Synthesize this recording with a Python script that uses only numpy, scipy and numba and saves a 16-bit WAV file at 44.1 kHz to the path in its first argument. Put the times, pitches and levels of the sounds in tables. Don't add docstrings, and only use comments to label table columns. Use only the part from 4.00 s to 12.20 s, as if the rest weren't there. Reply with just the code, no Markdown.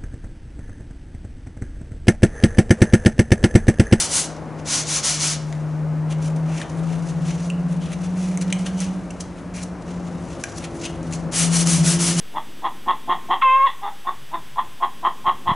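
import sys
import numpy as np
from scipy import signal
from scipy.fft import rfft, irfft
from scipy.io import wavfile
from scipy.ndimage import uniform_filter1d
from numba import njit

SR = 44100
rng = np.random.default_rng(int(sys.argv[2]) if len(sys.argv) > 2 else 0)


def unload_audio(sound):
    columns = np.transpose(np.atleast_2d(sound))
    steps = np.round(np.clip(columns, -1, 1) * 32767)
    wavfile.write(sys.argv[1], SR, steps.astype(np.int16))


def attenuation_scalar(level_db):
    decades = np.asarray(level_db, float) / 20
    return 10 ** decades


N = 361619
TIME = np.arange(N) / SR


def unit(x):
    return x / np.sqrt(np.mean(x ** 2))


def curves(table):
    s, *columns = np.transpose(table)
    return [np.interp(TIME, s, column) for column in columns]


def walk(rate_hz):
    hold = int(SR / rate_hz)
    steps = np.repeat(rng.standard_normal(N // hold + 1), hold)
    return 1.6 * uniform_filter1d(uniform_filter1d(steps, hold), hold)[:N]


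def resonate(x, hz, width_hz):
    b, a = signal.iirpeak(hz, hz / width_hz, fs=SR)
    return signal.lfilter(b, a, signal.lfilter(b, a, x))


def ring(size, modes):
    total = np.zeros(N)
    for hz, width_hz, db in modes:
        strikes = size * rng.standard_normal(N)
        total += attenuation_scalar(db) * unit(resonate(strikes, hz, width_hz))
    return unit(total)


def grit(scatter_db, patchy_db):
    return attenuation_scalar(scatter_db * rng.exponential(size=N) + patchy_db * walk(180))


def arch(start, length, top):
    span = slice(max(int(start * SR), 0), min(int((start + length) * SR), N))
    share = np.clip((TIME[span] - start) / length, 0, 1)
    bend = np.log(0.5) / np.log(np.clip(top, 0.2, 0.8))
    return span, np.abs(np.sin(np.pi * share ** bend))


# f/Hz, width/Hz, level/dB
BLOCK_MODES = [(4450, 2200, 3.7), (6120, 1970, 8.9), (6820, 1800, 2.9)]
# f/Hz, width/Hz, level/dB
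GRIT_MODES = [(8080, 2400, 0.46), (9330, 1840, -0.32), (10540, 1900, -1.4)]


def rubbed(drive, size, body_modes):
    return sum(d * ring(size, modes) for d, modes in zip(drive, (body_modes, BLOCK_MODES, GRIT_MODES)))


# t/s, length/s, block level/dB, share of the stroke before top speed [0-1]
STROKES = [(-0.08, 0.18, -17, 0.17), (0.082, 0.2, -23, 0.42), (0.645, 0.21, -21.5, 0.49),
           (0.845, 0.19, -23.5, 0.49), (1.025, 0.18, -22, 0.33), (1.182, 0.2, -22.5, 0.43),
           (7.31, 0.19, -22.5, 0.48), (7.481, 0.17, -22.5, 0.61), (7.653, 0.2, -24.5, 0.27),
           (7.823, 0.17, -23, 0.45), (7.985, 0.2, -23.5, 0.32), (8.153, 0.22, -17, 0.51)]
# number of strokes, panel level/dB and grit level/dB against the block
BOUTS = [
    (2, -9.5, 0.5),
    (4, -9, -4.5),
    (6, -6.5, 1),
]
# f/Hz, width/Hz, level/dB
PANEL_MODES = [(1200, 1270, 16.5), (2300, 1400, 16.5), (3040, 1400, 17)]


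def strokes():
    drive = np.zeros((3, N))
    steepness = np.array([[1.1], [1.3], [1.6]])
    patches = [patch for count, *patch in BOUTS for _ in range(round(count))]
    for (start, length, db, top), (panel_db, grit_db) in zip(STROKES, patches):
        span, speed = arch(start, length, top)
        level_db = db + np.array([[panel_db], [0], [grit_db]])
        drive[:, span] += attenuation_scalar(level_db) * (0.012 + speed) ** steepness
    uneven_pressure = attenuation_scalar(1.1 * walk(40))
    return rubbed(drive * uneven_pressure, grit(scatter_db=1.5, patchy_db=0.35), PANEL_MODES)


# t/s, length/s, hiss level/dB, share before top speed [0-1], mode f/Hz
SLACK_SLIDES = [
    (3.241, 0.11, -45.5, 0.35, 2850),
    (4.154, 0.3, -44.5, 0.1, 2240),
    (4.765, 0.15, -42, 0.32, 2770),
    (5.537, 0.14, -42, 0.1, 2110),
]
# t/s, length/s, hiss level/dB, share before top speed [0-1], mode f/Hz
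TAUT_SLIDES = [
    (2.465, 0.18, -41.5, 0.71, 2300),
    (3.809, 0.12, -51.5, 0.26, 3060),
    (6.817, 0.06, -37, 0.65, 2870),
]


def slides():
    taut_mode_db, slack_mode_db = 3, -4
    rings_above_hz = 2500
    size = grit(scatter_db=2.0, patchy_db=1.6)
    hiss = ring(size, BLOCK_MODES) + attenuation_scalar(-4.5) * ring(size, GRIT_MODES)
    out = np.zeros(N)
    grips = [(*row, taut_mode_db) for row in TAUT_SLIDES] + [(*row, slack_mode_db) for row in SLACK_SLIDES]
    for start, length, db, top, mode_hz, mode_db in grips:
        span, speed = arch(start, length, top)
        out[span] += attenuation_scalar(db) * speed ** 1.5 * hiss[span]
        strikes = size[span] * rng.standard_normal(len(speed))
        mode = unit(resonate(strikes, mode_hz, 0.55 * mode_hz))
        mode = np.pad(attenuation_scalar(db + mode_db) * speed ** 0.8 * mode, (0, 8000))
        ringing = signal.lfilter(*signal.iirpeak(mode_hz, 250, fs=SR), mode)
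        out[span.start:span.start + len(mode)] += mode + attenuation_scalar(4) * ringing * (mode_hz > rings_above_hz)
    return out


# t/s, peak level/dB, low mode f/Hz, high mode level/dB against the low, slip time/s
SNAPS = [(1.516, -48, 1790, 2, 0.00091), (1.5262, -22.5, 2020, -3, 0.00071),
         (2.614, -19.5, 2070, -10, 0.0052), (4.374, -16.5, 2300, 6.5, 0.0011),
         (4.525, -10.5, 2480, -5, 0.00205), (4.527, -10, 3140, 1, 0.00097), (4.803, -15, 2800, 22, 0.002),
         (5.104, -25, 2860, 1, 0.0077), (6.4385, -13, 2520, 1, 0.0021), (6.853, -18, 2700, -3, 0.0022),
         (7.111, -34, 2000, -1, .002), (7.124, -22, 2500, 3, 0.0031), (7.137, -22, 3000, 9, 0.0025),
         (7.566, -10.5, 2200, 18, .006), (7.671, -6, 1400, 12, 0.00282)]
# t/s, peak level/dB, low mode f/Hz, high mode level/dB, slip time/s
PINGS = [
    (3.5, -19, 2770, -9, 0.0025),
    (6.437, -15.5, 1580, 1.1, 0.0025),
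]


def snaps():
    high_hz = 6500
    let_go = 3.0
    out, late = np.zeros(N), np.arange(int(0.03 * SR)) / SR
    # low mode width per Hz, level of its broad overtone/dB
    sheets = [(*row, 0.4, -8) for row in SNAPS] + [(*row, 0.12, -20) for row in PINGS]
    for s, db, low_hz, high_db, slip_s, width, upper_db in sheets:
        slips = rng.standard_normal(len(late)) * np.sin(np.pi * np.clip(late / slip_s, 0, 1))
        slips[int(slip_s * SR / 4)] += let_go
        after = slips + attenuation_scalar(-13) * rng.standard_normal(len(late)) * np.exp(-late / 0.006)
        low = resonate(after, low_hz, width * low_hz)
        low += attenuation_scalar(upper_db) * resonate(after, 1.52 * low_hz, 0.94 * low_hz)
        high = resonate(slips, high_hz, 0.6 * high_hz)
        sound = unit(low) + attenuation_scalar(high_db) * unit(high)
        i = int(s * SR)
        out[i:i + len(late)] += attenuation_scalar(db) * sound / np.abs(sound).max()
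    return out


# t/s, level/dB, rise/s, fall/s, sheet level/dB against the block
SCUFFS = [(0.602, -53.5, 0.019, 0.012, 2), (2.116, -43.5, 0.014, 0.022, 3), (2.253, -45, 0.035, 0.05, -1.5),
          (2.792, -52.5, 0.033, 0.042, 3), (2.934, -50, 0.031, 0.046, 0), (3.09, -48.5, 0.05, 0.051, -6),
          (3.268, -49, 0.011, 0.087, -3), (3.401, -55, 0.026, 0.035, 5), (3.465, -48.5, 0.029, 0.019, 3),
          (3.725, -48, 0.02, 0.013, -2), (3.936, -47, 0.044, 0.014, 4), (4.049, -51, 0.049, 0.039, -1),
          (4.229, -52.5, 0.049, 0.039, 4), (4.666, -34.5, 0.0085, 0.02, 1), (5.381, -53.5, 0.018, 0.04, 0),
          (5.587, -52, 0.016, 0.022, 10), (5.636, -34.5, 0.013, 0.0054, -7.5), (5.892, -55, 0.034, 0.11, 4),
          (6.077, -55, 0.064, 0.015, 1), (6.415, -43, 0.016, 0.005, -11),
          (6.585, -36.5, 0.022, 0.0053, -13), (6.651, -42.5, 0.03, 0.014, 1),
          (6.854, -41.5, 0.058, 0.033, -4), (7.138, -40, 0.012, 0.033, -4.5)]
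# t/s, level/dB, fall/s, sheet level/dB against the block
FLICKS = [(0.367, -48, 0.0091, -5), (2.36, -53, 0.066, -6), (2.699, -45.5, 0.008, -9),
          (2.984, -57, 0.003, 0.1), (3.024, -50, 0.0092, -4), (4.415, -33.5, 0.011, -7.5),
          (4.481, -47, 0.005, -3), (4.504, -47, 0.0073, 2.1), (4.589, -44, 0.044, -5),
          (4.782, -41, 0.0025, -9), (4.806, -43.5, 0.073, 2.5), (4.844, -40, 0.003, -6),
          (4.954, -61, 0.003, -3), (5.208, -32, 0.01, -3.5), (5.824, -48, 0.0026, -5),
          (6.304, -52, 0.061, 1), (6.804, -48, 0.003, 1.1), (7.03, -54, 0.009, -7)]
# t/s, level/dB
GLOVES = [(1.4, -34), (1.46, -53), (1.63, -61.5), (1.86, -73), (2.3, -80), (2.5, -52), (3.04, -63.5),
          (3.3, -48), (3.55, -61), (4.35, -56.5), (4.9, -58), (5.66, -75), (6.33, -54.5), (6.46, -49),
          (6.74, -64), (7.18, -56), (7.3, -70)]
# f/Hz, width/Hz, level/dB
SHEET_MODES = [(1680, 1400, 1), (2300, 770, -1), (2750, 760, 1), (3630, 1400, -0.5)]


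def handling():
    flick_rise_s, flick_grit_db, scuff_grit_db = 0.0045, -6, -3.5
    gloves_on = np.clip((TIME - GLOVES[0][0]) / 0.1, 0, 1)
    glove_db = curves(GLOVES)[0] + 2.0 * walk(25)
    power = (gloves_on * attenuation_scalar(glove_db + np.array([[-2], [0], [-5]]))) ** 2
    moves = [(s, db, flick_rise_s, fall, sheet_db, flick_grit_db) for s, db, fall, sheet_db in FLICKS]
    moves += [(*row, scuff_grit_db) for row in SCUFFS]
    for s, db, rise, fall, sheet_db, grit_db in moves:
        i, j = int((s - 0.15) * SR), int((s + 0.25) * SR)
        late = TIME[i:j] - s
        shape = np.exp(np.where(late < 0, 1.24 * late / rise, -1.6 * late / fall))
        level_db = db + 3.5 + np.array([[sheet_db], [0], [grit_db]])
        power[:, i:j] += (attenuation_scalar(level_db) * shape) ** 2
    colour = attenuation_scalar(1.3 * np.array([walk(14) for _ in power]))
    return rubbed(colour * np.sqrt(power), grit(scatter_db=1.8, patchy_db=2.0), SHEET_MODES)


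def near_echoes(x):
    late = np.arange(int(0.04 * SR)) / SR
    fade = np.exp(-late / 0.014) * np.clip(late / 0.002, 0, 1)
    echoes = attenuation_scalar(-38) * rng.standard_normal(len(late)) * fade
    echoes[int(0.0055 * SR)] = attenuation_scalar(-9)
    dull = signal.sosfilt(signal.butter(1, 6000, fs=SR, output="sos"), x)
    return x + signal.fftconvolve(dull, echoes)[:N]


def ports(x):
    late = np.arange(1500) / SR
    spray = unit(rng.standard_normal(len(late)) * np.exp(-late / 0.01)) / np.sqrt(len(late))
    scatter = np.convolve(x, spray)[:N]
    scatter = attenuation_scalar(-14) * signal.sosfilt(signal.butter(1, 1500, "high", fs=SR, output="sos"), scatter)
    return np.array([attenuation_scalar(0.2) * x + scatter, attenuation_scalar(-0.87) * x - scatter])


@njit
def walls(x, lags, gain, damp):
    line, soft, out = np.zeros((8, 4096)), np.zeros(8), np.zeros((2, len(x)))
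    for i in range(len(x)):
        total = 0.
        for k in range(8):
            soft[k] += (1 - damp) * (gain[k] * line[k, (i - lags[k]) & 4095] - soft[k])
            total += soft[k]
            out[k % 2, i] += soft[k]
        for k in range(8):
            line[k, i & 4095] = x[i] + soft[k] - total / 4
    return out


def garage(work):
    t60_s = 0.46
    lags = (300 * 1.3 ** np.arange(8) + rng.integers(0, 60, 8)).astype(np.int64)
    tail = walls(work + 1e-18, lags, attenuation_scalar(-60 * lags / SR / t60_s), 0.27)
    shared = tail.mean(axis=0)
    return attenuation_scalar(-14.5) * (shared + 0.32 * (tail - shared))


# t/s, firing f/Hz
FIRING = [(0, 158.9), (.3, 158.1), (.8, 153.3), (1.4, 153.3), (2.0, 154.7), (2.6, 161.3), (3.0, 166.9),
          (4.0, 179.9), (4.6, 185.1), (4.9, 186.5), (5.05, 185.6), (5.3, 181.9), (6.2, 174.5),
          (6.45, 171.1), (7.15, 165.6), (7.4, 167.7), (8.2, 172.3)]
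# t/s, level/dB
FIRING_DB = [(0, -42), (.55, -34.5), (.95, -31.5), (1.27, -29.5), (1.85, -22.5), (2.5, -21), (2.9, -22.5),
             (3.74, -22.5), (4.3, -22), (4.85, -23.5), (5.15, -34), (6.0, -29.5), (6.3, -33), (6.85, -33.5),
             (7.26, -27.5), (7.45, -19.5), (7.8, -18), (8.2, -20.5)]
# t/s, depth/dB, half width/s
FADES = [(.74, -5.5, 0.075), (1.05, -15, 0.078), (2.665, -21, 0.091), (3.09, -4.5, .14), (3.4, -3, 0.079),
         (3.92, -9, 0.14), (4.41, -2.5, 0.048), (4.68, -4.5, 0.06), (5.09, -10, 0.071), (5.39, -8.5, 0.11),
         (5.82, -9.5, 0.067), (6.44, -26, 0.16), (6.6, -1, .04), (6.8, -13, 0.13), (7.34, -17, 0.044),
         (8.05, -2.5, .1)]
# t/s, level/dB
LOAD = [(0, -52), (.55, -45), (.85, -56), (2.9, -44), (3.4, -58), (6.1, -52), (6.75, -38), (7.3, -50.5),
        (8.0, -31.5), (8.2, -38)]
# t/s, level/dB
UNEVEN = [(0, -56), (3.1, -61), (3.4, -50), (4.7, -56), (5.0, -41), (5.25, -46), (6.0, -49), (6.8, -47),
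          (7.4, -42.5), (8.2, -45)]
# t/s, left minus right level/dB
ENGINE_PAN = [(0, 6), (2.6, 1.5), (2.95, 7), (3.54, -0.5), (3.95, 5.5), (4.2, -0.5), (5.05, -1.5),
              (6.4, 3.5), (6.75, 0.5), (7.49, 6), (8.2, 0.6)]
# t/s, share of the firing rate
MIRROR_SHARE = [(0, .93), (2.8, .93), (3.1, .911), (4.2, .906), (5.2, .935), (8, .921), (8.2, .93)]
# t/s, level/dB
MIRROR_DB = [(0, -59), (2.4, -40), (2.85, -37.5), (3.2, -27.5), (4, -32), (4.2, -38), (4.4, -28.5),
             (5.6, -41.5), (6.6, -42), (7.6, -34), (7.8, -20.5), (8, -28.5), (8.2, -30)]


def engine():
    hz, pan_db = curves(FIRING)[0], curves(ENGINE_PAN)[0]
    fades = np.ones(N)
    for s, db, width in FADES:
        fades *= 1 - (1 - attenuation_scalar(db)) * np.exp(-((TIME - s) / width) ** 2)
    order15_db = curves(UNEVEN)[0] + 1.6 * walk(4)
    order2_db = curves(LOAD)[0] + 1.4 * walk(4)
    phase = 2 * np.pi * np.cumsum(hz * (1 + 0.002 * walk(12))) / SR
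    tone = fades * attenuation_scalar(curves(FIRING_DB)[0]) * np.sin(phase)
    tone += attenuation_scalar(order15_db) * np.sin(3 / 2 * phase)
    tone += attenuation_scalar(order2_db) * (np.sin(2 * phase) + attenuation_scalar(-13.5) * np.sin(5 / 2 * phase))
    echo_hz = hz * curves(MIRROR_SHARE)[0] * (1 + 0.004 * walk(9))
    echo_phase = 2 * np.pi * np.cumsum(echo_hz) / SR
    echo_db = curves(MIRROR_DB)[0] + 1.8 * walk(9)
    echo = attenuation_scalar(echo_db) * np.sin(echo_phase + np.array([[0.15], [-0.15]]))
    return np.sqrt(2) * (tone * attenuation_scalar(np.array([pan_db, -pan_db]) / 2) + echo)


# f/Hz, level/dB per Hz
ROAD = [(15, -36), (30, -12), (75, -3.5), (130, -6.5), (200, -6.5), (290, -5), (420, -12), (550, -9),
        (800, -14), (1400, -20.5), (2200, -28), (3400, -38), (6000, -39), (11000, -45.5)]
# t/s, level/dB
SWELL = [(0, -35), (.5, -34.5), (1.5, -37), (2.8, -34.5), (3.6, -36.5), (4.7, -34.5), (5.4, -37.5),
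         (6, -34), (7, -33), (7.8, -30.5), (8.2, -32)]
# t/s, level/dB against the swell
TYRES = [(0, 2), (1.3, 0.5), (2.5, 2.5), (4, 0.6), (5.7, -0.2), (6.3, -1.3), (7.15, -0.5), (7.7, 0.5),
         (8.2, -1.8)]


def road():
    hz = np.maximum(np.fft.rfftfreq(N, 1 / SR), 1)
    road_hz, road_db = np.transpose(ROAD)
    colour = attenuation_scalar(np.interp(np.log(hz), np.log(road_hz), road_db))
    spectrum = rfft(rng.standard_normal((2, N))) * colour
    spectrum /= np.std(irfft(spectrum[0], N))
    deep = 1 / (1 + (hz / 125) ** 6)
    hiss = 1 - 1 / (1 + (hz / 1800) ** 4)
    middle = 1 - deep - hiss
    roar = 1 / (1 + (380 / hz) ** 6)
    swell_db = curves(SWELL)[0]
    parts = [(deep, -37 + 0.63 * TIME),
             (middle * (1 - roar), swell_db),
             (middle * roar, swell_db + curves(TYRES)[0]),
             (hiss, -36)]
    mid, side = sum(irfft(spectrum * share, N) * attenuation_scalar(db) for share, db in parts)
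    left = attenuation_scalar(1.23) * (mid + attenuation_scalar(-13) * side)
    right = attenuation_scalar(-0.75) * (mid - attenuation_scalar(-21) * side)
    return np.array([left, right])


def scene():
    work = near_echoes(strokes() + slides() + handling() + snaps())
    return ports(work) + garage(work) + engine() + road()


def roll_off(x):
    return signal.sosfilt(signal.butter(12, 12340, fs=SR, output="sos"), x)


def record(dry):
    cut = signal.sosfilt(signal.butter(2, 30, "high", fs=SR, output="sos"), dry)
    mix = signal.sosfilt(signal.ellip(10, 0.3, 55, 11000, fs=SR, output="sos"), cut)
    return roll_off(mix)


dry = scene()
out = record(dry)
unload_audio(out)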